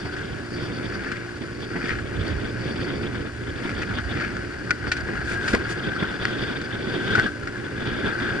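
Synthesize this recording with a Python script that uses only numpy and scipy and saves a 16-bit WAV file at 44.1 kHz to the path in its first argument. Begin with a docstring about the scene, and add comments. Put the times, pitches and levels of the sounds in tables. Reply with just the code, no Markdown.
"""A small open motorboat runs through choppy sea, heard from inside a waterproof case at the helm.
From the start wind buffets the case and whistles at its edge, the outboard drones, the bow thumps and slaps
into waves, and rushing water rings the shell, hollow and nasal. Just before 5 s loose gear raps; then spray
hisses, hard drops strike and the wet case sings. Near 7 s the wind moans and a big wave smacks the hull,
and the ride ends in rising wind and water."""
import sys
import numpy as np
from scipy import signal
from scipy.fft import rfft, irfft, next_fast_len
from scipy.io import wavfile
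from scipy.ndimage import uniform_filter1d, map_coordinates

SR = 44100
rng = np.random.default_rng(int(sys.argv[2]) if len(sys.argv) > 2 else 0)


def inscribe(sig):
    """Save sig as 16-bit PCM at rate SR to the path in sys.argv[1].

    A 1-D sig is mono; a 2-D sig holds one channel per row.
    Samples are clipped to [-1, 1] before scaling.
    """
    pcm = np.round(np.clip(np.atleast_2d(sig).T, -1, 1) * 32767)
    wavfile.write(sys.argv[1], SR, pcm.astype(np.int16))


N = 370440

# Air speed over the case. Each row: time in seconds, buffeting level in dB.
AIR_SPEED = [(0, -36), (0.45, -34.5), (0.62, -34), (1.0, -34), (1.35, -37), (1.6, -38.5), (1.85, -33),
             (2.03, -36), (2.25, -30.5), (2.55, -33.5), (2.9, -28.5), (3.35, -36.5), (3.6, -34),
             (4.1, -32.5), (4.6, -37.5), (5.75, -33), (6.45, -32), (6.63, -33.5), (7.2, -28.5),
             (7.33, -40.5), (7.6, -36), (8.0, -29.5), (8.4, -30.5)]
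# The hollow resonances of the case's shell. Each row: centre in Hz, width in Hz, gain in dB.
SHELL_MODES = [(1509, 105, 9.5), (1654, 93, 7), (1873, 94, -1.5), (2320, 83, -15), (2750, 190, -8.5),
               (4050, 780, -15)]
# The bright colour of a splash or a snap. Each row: frequency in Hz, level in dB.
SPLASH_SPECTRUM = [(400, -10), (1200, -5), (2300, 4.5), (3500, -4), (4700, -0.5), (6200, -10),
                   (7500, -12.5), (11000, -29.5)]
USUAL_AIR_DB = -32


def wind():
    """Eddies buffet the case; the faster ones whistle at its edge and make the shell sizzle."""
    # Brief lulls. Each row: time in seconds, drop in dB.
    lulls = [(.48, 9), (1.3, 12), (3.33, 6), (4.035, 10), (4.79, 2), (6.16, 2.5), (6.675, 3.5), (7.55, 3),
             (8.16, 2)]
    # The hardest gusts. Each row: time in seconds, then buffet, whistle and sizzle levels in dB.
    gusts = [(.63, -32, -35, -45), (.86, -35, -43, -50), (.95, -49, -61, -44), (1.42, -41, -42, -56),
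             (1.635, -40, -39, -50), (2.28, -44, -42, -44), (3.21, -35.5, -43, -58),
             (3.975, -33, -30.5, -55), (4.11, -36, -35, -49), (4.885, -32.5, -37.5, -43.5),
             (5.88, -26.5, -44, -54), (6.015, -34, -31.5, -50), (6.228, -30, -27, -44),
             (6.43, -33, -35, -43), (7.246, -29.5, -34, -46), (7.869, -33.5, -34.5, -48),
             (8.065, -26, -38, -52)]
    # How readily the edge whistles. Each row: time in seconds, level in dB at the usual air speed.
    whistle_levels = [(0, -44.5), (1.0, -49.5), (2.3, -48), (2.8, -52), (3.6, -43.5), (4.6, -54.5),
                      (6.1, -41.5), (8.4, -48.5)]
    # The shell's sizzle. Each row: time in seconds, level in dB.
    sizzle_levels = [(0, -48), (0.3, -56), (0.6, -47.5), (0.93, -51), (1.3, -57.5), (1.85, -50),
                     (2.03, -65), (2.25, -53), (2.85, -47.5), (3.3, -60.5), (3.7, -52.5), (4.55, -55.5),
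                     (5.4, -55), (6.4, -49), (6.7, -52), (7.15, -47), (7.45, -62), (8.0, -51.5),
                     (8.4, -51.5)]
    # Low buffet, sharp whistle and thin sizzle. Each row: frequency in Hz, level in dB.
    buffet_spectrum = [(50, -11), (110, 0), (170, 0), (250, -0.5), (380, -0.5), (480, -5), (700, -17.5),
                       (1000, -23), (1400, -16.5), (2300, -16.5), (3500, -36), (6000, -61)]
    whistle_spectrum = [(1800, -2), (2700, -6), (3150, 1), (3350, 3), (3550, 4.5), (3750, -4.5), (4000, -9),
                        (6000, -50)]
    sizzle_spectrum = [(3600, -53), (4350, -1), (4720, 5), (5020, -3.5), (5500, -10), (7000, -24)]
    eddies_per_s, flutter_per_s, hold_from_db = 42, 125, -45
    (air_db,), (ready_db,), (sizzle_db,) = curves(AIR_SPEED), curves(whistle_levels), curves(sizzle_levels)
    air_db = air_db - sum(db * swell(s, half_length=0.027) for s, db in lulls)
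    eddies = wobble(eddies_per_s)
    gust_shapes = np.array([swell(s, half_length=0.013) for s, *_ in gusts])
    gust_buffet, gust_whistle, gust_sizzle = amp(np.array(gusts)[:, 1:]).T @ gust_shapes
    buffet = np.hypot(amp(air_db + 1.28 * eddies), gust_buffet) * rush(colour(buffet_spectrum), grain_db=1.5)
    # the whistle grows much faster with air speed than the buffeting does
    whistle_db = ready_db + 2.43 * (air_db - USUAL_AIR_DB)
    # it catches and drops out in gritty bursts; in hard air they run together into a rattle
    catching = np.tanh(1.3 * eddies + 1.5 * wobble(flutter_per_s) - .3)
    held = np.clip((whistle_db - hold_from_db) / 2, 0, 0.6)
    flutter_db = 8.5 * ((1 - held) * catching + 0.44 * held)
    whistle_gain = np.hypot(amp(whistle_db + flutter_db), gust_whistle * amp(4.4 * catching - 3.0))
    whistle = whistle_gain * rush(colour(whistle_spectrum))
    sizzle_gain = np.hypot(amp(sizzle_db + 0.92 * eddies + 2.8 * wobble(70)), gust_sizzle)
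    return buffet + whistle + sizzle_gain * rush(colour(sizzle_spectrum))


def water():
    """The bow wave churns along the hull and rings the shell; sheets of it break into spray."""
    # Water rushing along the hull. Each row: time in seconds, level in dB.
    rush_levels = [(0, -39), (0.2, -37.5), (0.5, -42), (1.0, -36.5), (1.35, -42), (1.95, -39), (2.5, -39),
                   (3.35, -39.5), (3.9, -37), (4.75, -38), (5.4, -34.5), (5.75, -36.5), (6.0, -34),
                   (6.8, -39.5), (7.17, -32.5), (7.35, -40), (7.68, -38), (8.1, -32.5), (8.4, -33)]
    # Sheets of water thrown from the bow, and one short, bright knock near 3.8 s.
    # Each row: time in seconds, level in dB, half length in seconds, spray level in dB.
    surges = [(1.1, -38.5, 0.12, -84), (1.888, -28.5, 0.045, -56), (3.678, -33.5, 0.041, -55),
              (3.831, -24.5, 0.0051, -56), (4.21, -31, 0.059, -64), (5.316, -34, 0.031, -40.5),
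              (5.502, -38, 0.043, -40), (5.71, -35.5, .016, -37.5), (7.142, -51, 0.099, -53)]
    # The shell's strongest ring. Each row: centre in Hz, width in Hz, gain in dB.
    note_modes = [(1594, 114, 0.5), (1444, 140, -3)]
    # Open wash, the sheets and knock, and fine spray. Each row: frequency in Hz, level in dB.
    wash_spectrum = [(200, -69), (700, 14.5), (1150, 1.5), (2100, 6), (2600, -38), (3100, -25), (4000, -15),
                     (5000, -27), (7000, -23)]
    surge_spectrum = [(300, 3), (1000, -12), (1400, 8.5), (1800, 8.5), (2300, 4.5), (2800, -3.5),
                      (4000, -14), (4700, -8.5), (6500, -24), (11000, -44)]
    spray_spectrum = [(1000, 10.5), (2500, 9.5), (4000, 6.5), (5300, 5.5), (6400, 1.5), (7300, 2.5),
                      (8500, -1), (10500, -6)]
    usual_rush_db, mist_db = -35.5, -49.5
    (rush_db,), (air_db,) = curves(rush_levels), curves(AIR_SPEED)
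    churn = amp(rush_db + 3.14 * np.tanh(wobble(25)))
    hollow = amp(-2) * rush(ringing(SHELL_MODES), grain_db=2.5)
    # the wash grows as the wind tears at the water
    wash = amp(-12.5 + 0.37 * (air_db - USUAL_AIR_DB)) * rush(colour(wash_spectrum), grain_db=3.5)
    # faster water rings the shell much harder
    note = amp(-39 + 2.26 * (rush_db - usual_rush_db)) * rush(lambda hz: ringing(note_modes)(hz) ** 2)
    surging = sum(amp(db) * swell(s, half_length) for s, db, half_length, _ in surges)
    showers = sum(amp(db) * swell(s, half_length) for s, _, half_length, db in surges)
    sheets_and_knock = surging * rush(colour(surge_spectrum), grain_db=4.0)
    spray = (amp(mist_db) + showers) * rush(colour(spray_spectrum), grain_db=1.46)
    return churn * (hollow + wash) + note + sheets_and_knock + spray


def waves():
    """Each slap rings the shell at its own pitch, with a splash; hard landings knock and thump the hull."""
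    # Waves slapping the hull. Each row: start in seconds, level in dB, rise and decay in seconds,
    # splash in dB relative to the slap, ring pitch in Hz.
    slaps = [(.139, -30, 0.0012, 0.0059, -17, 1550), (.164, -30, .0012, .016, -13, 1487),
             (1.066, -26, 0.0014, 0.0097, -23, 1736), (1.116, -24.5, .0014, 0.0074, -9, 1560),
             (1.987, -26.5, 0.0011, 0.0072, -16, 1690), (3.818, -25, 0.0014, 0.0061, -9, 1940),
             (3.983, -20.5, 0.0035, 0.0046, -17, 1470), (4.206, -27.5, .004, 0.046, -27, 1634),
             (4.365, -25, .002, 0.0048, -13, 1490), (4.965, -34.5, 0.0047, 0.012, 1, 1540),
             (5.478, -23, 0.0022, 0.013, -4, 1536), (5.53, -22, 0.0036, 0.013, -8, 1525),
             (5.547, -15.5, 0.0042, 0.0018, -14.5, 1900), (5.962, -20.5, 0.0014, 0.0036, -23, 1470),
             (6.028, -25, 0.0067, 0.021, -27, 1530), (6.613, -26, 0.0043, 0.007, -11, 1531),
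             (7.1503, -16, 0.0039, .013, -15, 1470), (7.185, -20.5, .004, 0.023, -24, 1520),
             (7.26, -25, .003, 0.023, -34, 1633), (7.472, -24.5, 0.0019, 0.0064, -10, 1424)]
    # The hull landing. Each row: start in seconds, level in dB, decay in seconds, knock pitch in Hz.
    thumps = [(0.051, -23.5, 0.013, 100), (0.696, -30, 0.025, 189), (1.412, -31, 0.042, 330),
              (1.754, -21.5, 0.025, 175), (2.31, -33, 0.013, 95), (3.647, -23.5, 0.027, 200),
              (3.899, -26, 0.032, 122), (3.975, -26, 0.017, 98), (4.867, -21.5, 0.013, 125),
              (5.086, -25, 0.028, 341), (5.131, -29.5, 0.023, 233), (5.534, -13.5, 0.0047, 220),
              (5.5396, -14, 0.0051, 480), (5.545, -23, 0.0042, 632), (5.554, -22, 0.0048, 1050),
              (5.566, -24, .008, 207), (5.598, -25, 0.016, 92), (6.023, -18, 0.012, 177),
              (7.178, -22, 0.013, 101), (7.178, -16, 0.0045, 280)]
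    # A slap's drive on the shell, and the hull's thud. Each row: frequency in Hz, level in dB.
    smack_spectrum = [(600, 5), (1000, -16), (1350, 2.5), (2400, -8), (3000, -7), (3600, -4), (4500, -6)]
    thud_spectrum = [(25, -12), (70, -2), (130, -1), (215, 6.5), (340, 3), (580, -9.5), (900, -8),
                     (1300, -12), (2000, -7), (5000, -45)]
    landing_rise_s, landing_db = 0.0029, -4
    blows = [amp(db) * burst(s, rise, decay) for s, db, rise, decay, *_ in slaps]
    splashing = sum(blow * amp(splash_db) for blow, (*_, splash_db, _hz) in zip(blows, slaps))
    thwacks = sum(amp(db - 3) * burst(s, rise, decay, hz) for s, db, rise, decay, _, hz in slaps)
    landings = sum(amp(db + landing_db) * burst(s, landing_rise_s, decay) for s, db, decay, _ in thumps)
    knocks = sum(amp(db + landing_db) * burst(s, landing_rise_s, decay, hz) for s, db, decay, hz in thumps)
    shell_noise = rush(lambda hz: ringing(SHELL_MODES)(hz) * colour(smack_spectrum)(hz))
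    smacks = sum(blows) * amp(-1.5) * solid(shell_noise, size=200)
    thuds = landings * solid(rush(colour(thud_spectrum)), size=500)
    splashes = splashing * rush(colour(SPLASH_SPECTRUM), grain_db=-1.5)
    return smacks + splashes + thuds + filtered(thwacks + knocks, ports)


def outboard():
    """The motor drones on its shaft harmonics; its speed sags and recovers as the propeller takes load."""
    # The drone's partials. Each row: multiple of the shaft rate, level in dB.
    harmonics = [(2, -41.5), (4, -49.5), (5, -42.5), (6, -40.5), (7, -47.5), (10, -54.5), (17, -58.5),
                 (19, -56)]
    # The drone swells and eases as the boat pitches. Each row: time in seconds, gain in dB.
    drone_gains = [(0, -.5), (.7, 3), (1.25, -.5), (2.8, 2.5), (3.4, 0), (4.6, -1), (5.8, -2), (7.15, 2),
                   (7.45, 1.5), (8.4, -0.5)]
    shaft_hz = 58.4
    speed = shaft_hz * (1 + 0.001617 * wobble(2.477) + 0.0022 * wobble(22))
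    angle = 2 * np.pi * np.cumsum(speed) / SR
    drone = sum(amp(db + 1.48 * wobble(7)) * np.sin(round(k) * angle + rng.uniform(0, 2 * np.pi))
                for k, db in harmonics)
    drone_db, = curves(drone_gains)
    return filtered(amp(drone_db) * drone, ports)


def drops():
    """A drop on the case gives a dry tick, a crisp crack and a brief ring of the shell."""
    # Drops landing. Each row: time in seconds, strength in dB, then ring and crack offsets in dB.
    hits = [(2.281, -24, -30, 4), (4.28, -24, -14, -11), (5.009, -34, -7, 12), (5.55, -10, -14, -7),
            (6.2536, -5.5, -17, -22), (7.1977, -11, -11, -9)]
    # The case's tick and crack. Each row: centre in Hz, width in Hz, gain in dB.
    tick_modes = [(1880, 210, 2.5), (4320, 200, -2)]
    crack_modes = [(4730, 160, 3.5), (7160, 270, -4), (9800, 900, -11)]
    ticks, rings, cracks = np.zeros((3, N))
    for s, db, ring_db, crack_db in hits:
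        at = round(s * SR)
        ticks[at] = amp(db + 23.5)
        rings[at] = amp(db + ring_db + 35.5)
        cracks[at] = amp(db + crack_db + 28.0)
    layers = (ticks, tick_modes), (rings, SHELL_MODES), (cracks, crack_modes)
    return filtered(sum(filtered(pulses, ringing(modes)) for pulses, modes in layers), ports)


def raps():
    """Loose gear strikes the boat: a bright snap and a short, hard ring."""
    # The raps. Each row: start in seconds, level in dB, length factor, snap in dB relative to the rap.
    hits = [(4.7065, -11.5, 0.97, -8), (4.7114, -15, 0.94, -16), (4.915, -17.5, 3.5, -6)]
    # The gear's ring. Each row: pitch in Hz, level in dB, decay in seconds at length factor 1.
    gear_modes = [(1480, -2, 0.0024), (1467, -14, .017), (1820, -5.5, 0.0024), (1990, -19, .014),
                  (2360, -11, 0.0046), (4500, -26, 0.0023), (4930, -16, 0.00098)]
    rise_s, snap_s = 0.0017, 0.0032
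    rings = sum(amp(db + mode_db) * burst(s, rise_s * length, decay * np.sqrt(length), hz)
                for s, db, length, _ in hits for hz, mode_db, decay in gear_modes)
    snaps = sum(amp(db + snap_db) * burst(s, rise_s * length / 2, snap_s * length)
                for s, db, length, snap_db in hits)
    return filtered(rings, ports) + snaps * solid(rush(colour(SPLASH_SPECTRUM)), size=100)


def singing():
    """In heavy spray the wet case sings: a narrow ring whose pitch wanders and settles."""
    # The ring's path. Each row: time in seconds, pitch in Hz, pitch spread in Hz, level in dB.
    ring_path = [(4.95, 1594, 38.6, -80), (5.1, 1610, 26.6, -46), (5.33, 1612, 28.7, -33.5),
                 (5.52, 1574, 31, -34.5), (5.62, 1600, 17, -42), (5.69, 1636, 5, -33), (5.77, 1636, 3, -39),
                 (5.82, 1566, 14, -53), (5.875, 1535, 8.1, -33), (5.92, 1540, 13, -34.5),
                 (6.05, 1505, 25.5, -57), (6.35, 1560, 53, -38), (6.85, 1553, 50, -42),
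                 (7.17, 1524, 42, -32), (7.36, 1563, 31, -39.5), (7.5, 1550, 40, -80)]
    return wavering(*curves(ring_path))


def moan():
    """The strongest wind raises a low moan that dips and then climbs."""
    # The moan's path. Each row: time in seconds, pitch in Hz, level in dB.
    moan_path = [(6.65, 390, -83), (6.8, 385, -39), (7.0, 370, -39), (7.13, 390.4, -33.5), (7.4, 394, -82)]
    hz, db = curves(moan_path)
    return wavering(hz, spread_hz=13.46, db=db)


def hull():
    """The hull rumbles as it pushes through the chop."""
    # The chop's pounding. Each row: time in seconds, relative level in dB.
    pounding = [(0, -46), (1.0, -47), (1.3, -53), (2.25, -37.5), (2.7, -45.5), (3.05, -41), (3.4, -45.5),
                (4.05, -38), (4.6, -47), (5.2, -39.5), (6.0, -50), (6.7, -54), (7.0, -50), (8.4, -50)]
    # The deep rumble. Each row: frequency in Hz, level in dB.
    rumble_spectrum = [(15, -32), (35, -6), (62, 4.5), (100, 4), (150, -11.5), (250, -23), (600, -64)]
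    rumble_db, = curves(pounding)
    return amp(rumble_db + 4.0 + 2.7 * wobble(15)) * rush(colour(rumble_spectrum))


def ringing(modes):
    """The response of resonances of the case, muffled by its wall."""
    wall_hz = 4700
    body = lambda hz: sum(amp(db) * 1j * hz * width / (centre * centre - hz * hz + 1j * hz * width)
                          for centre, width, db in modes)
    return lambda hz: body(hz) / (1 + 1j * hz / wall_hz) ** 2


def ports(hz):
    """Gain and phase of the paths through the case to the left and right microphone port."""
    # Stereo balance. Each row: frequency in Hz, left over right in dB.
    balance = [(150, -3.5), (450, -1), (1000, 3), (1550, 5), (2400, 5), (3100, -1), (6500, 0.9),
               (9000, 1.5)]
    # Stereo phase. Each row: frequency in Hz, the left port's lead in radians.
    lead = [(30, 0), (120, -.25), (250, -.75), (500, -1.1), (750, -.1), (950, -1.5), (1550, -.65),
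            (2200, -1.75), (2900, 1), (3300, 1.2), (3500, -1.4), (3900, -2.6), (4400, -.7), (5600, -.9),
            (7000, -2.2)]
    half = np.array([[.5], [-.5]])
    return amp(half * along(balance, hz)) * np.exp(1j * half * along(lead, hz))


def rush(response, grain_db=0):
    """Stereo noise of rms 1, as the ports hear it; grain_db clumps it into grains of a few ms."""
    # How alike the two ports sound. Each row: frequency in Hz, coherence from 0 to 1.
    coherence = [(60, .92), (160, .78), (350, .7), (650, .3), (950, .4), (1500, .95), (2000, .8),
                 (2700, .35), (3700, .62), (4100, .3), (4800, .73), (6000, .2), (11000, .3)]
    size = next_fast_len(N + SR // 4)
    hz = np.fft.rfftfreq(size, 1 / SR)
    noise = rng.standard_normal((2, N))
    if grain_db:
        noise = noise * amp(grain_db * wobble(330))
    mid, side = rfft(noise, size)
    width = np.arccos(np.clip(along(coherence, hz), 0, 1)) / 2
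    pair = (np.cos(width) * mid + np.sin(width) * side * np.array([[1], [-1]])) * ports(hz)
    return unit(irfft(pair * response(hz), size)[:, :N])


def wavering(hz, spread_hz, db):
    """A narrow ring whose pitch and level tremble."""
    angle = 2 * np.pi * np.cumsum(hz + spread_hz * wobble(130)) / SR
    return filtered(amp(db + 2.4 * wobble(60)) * np.sqrt(2) * np.sin(angle), ports)


def burst(start, rise, decay, hz=0):
    """An envelope that climbs to 1 and dies away; with hz, a tone of that rms."""
    t = np.arange(SR // 2) / SR
    shape = np.clip(t / rise, 0, 1) * np.exp(-np.clip((t - rise) / decay, 0, 50))
    if hz:
        shape = shape * np.sqrt(2) * np.sin(2 * np.pi * hz * t)
    return np.pad(shape, (round(start * SR), N))[:N]


def swell(s, half_length):
    """A bell-shaped envelope around time s."""
    u = np.linspace(-5, 5, 81)
    return np.interp(clock(), s + u * half_length, np.exp(-.5 * u ** 2), left=0, right=0)


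def solid(x, size):
    """Noise held at rms 1 over size samples, so that a blow lands with its full force."""
    return x / np.sqrt(np.abs(uniform_filter1d(x.mean(0) ** 2, size)) + 1e-4)


def wobble(rate):
    """A smooth random curve with rate knots a second."""
    return map_coordinates(rng.standard_normal(4096), [clock() * rate], mode="mirror")


def curves(rows):
    """One value per sample for each column after the time."""
    times, *columns = np.transpose(rows)
    return [np.interp(clock(), times, column) for column in columns]


def filtered(x, response):
    """x shaped by a complex frequency response."""
    size = next_fast_len(N + SR // 4)
    return irfft(rfft(x, size) * response(np.fft.rfftfreq(size, 1 / SR)), size)[..., :N]


def colour(points):
    """The response of a (Hz, dB) spectrum."""
    return lambda hz: amp(along(points, hz))


def along(points, hz):
    """(Hz, value) points joined on a log axis."""
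    freqs, values = np.transpose(points)
    return np.interp(np.log(hz + 1), np.log(freqs + 1), values)


def unit(x):
    """Scale to rms 1; a stereo pair is judged by its mid signal."""
    return x / np.sqrt(np.mean(np.atleast_2d(x).mean(0) ** 2) + 1e-20)


def amp(db):
    """Decibels to gain."""
    return 10 ** (np.asarray(db) / 20)


def clock():
    """The time of every sample in seconds."""
    return np.arange(N) / SR


def scene():
    """Engine, wind and sea together."""
    return outboard() + wind() + moan() + hull() + water() + singing() + waves() + raps() + drops()


def record(dry):
    """The top of the treble is cut off sharply."""
    top_hz = 11200
    return filtered(dry, lambda hz: hz < top_hz)


dry = scene()
out = record(dry)
inscribe(out)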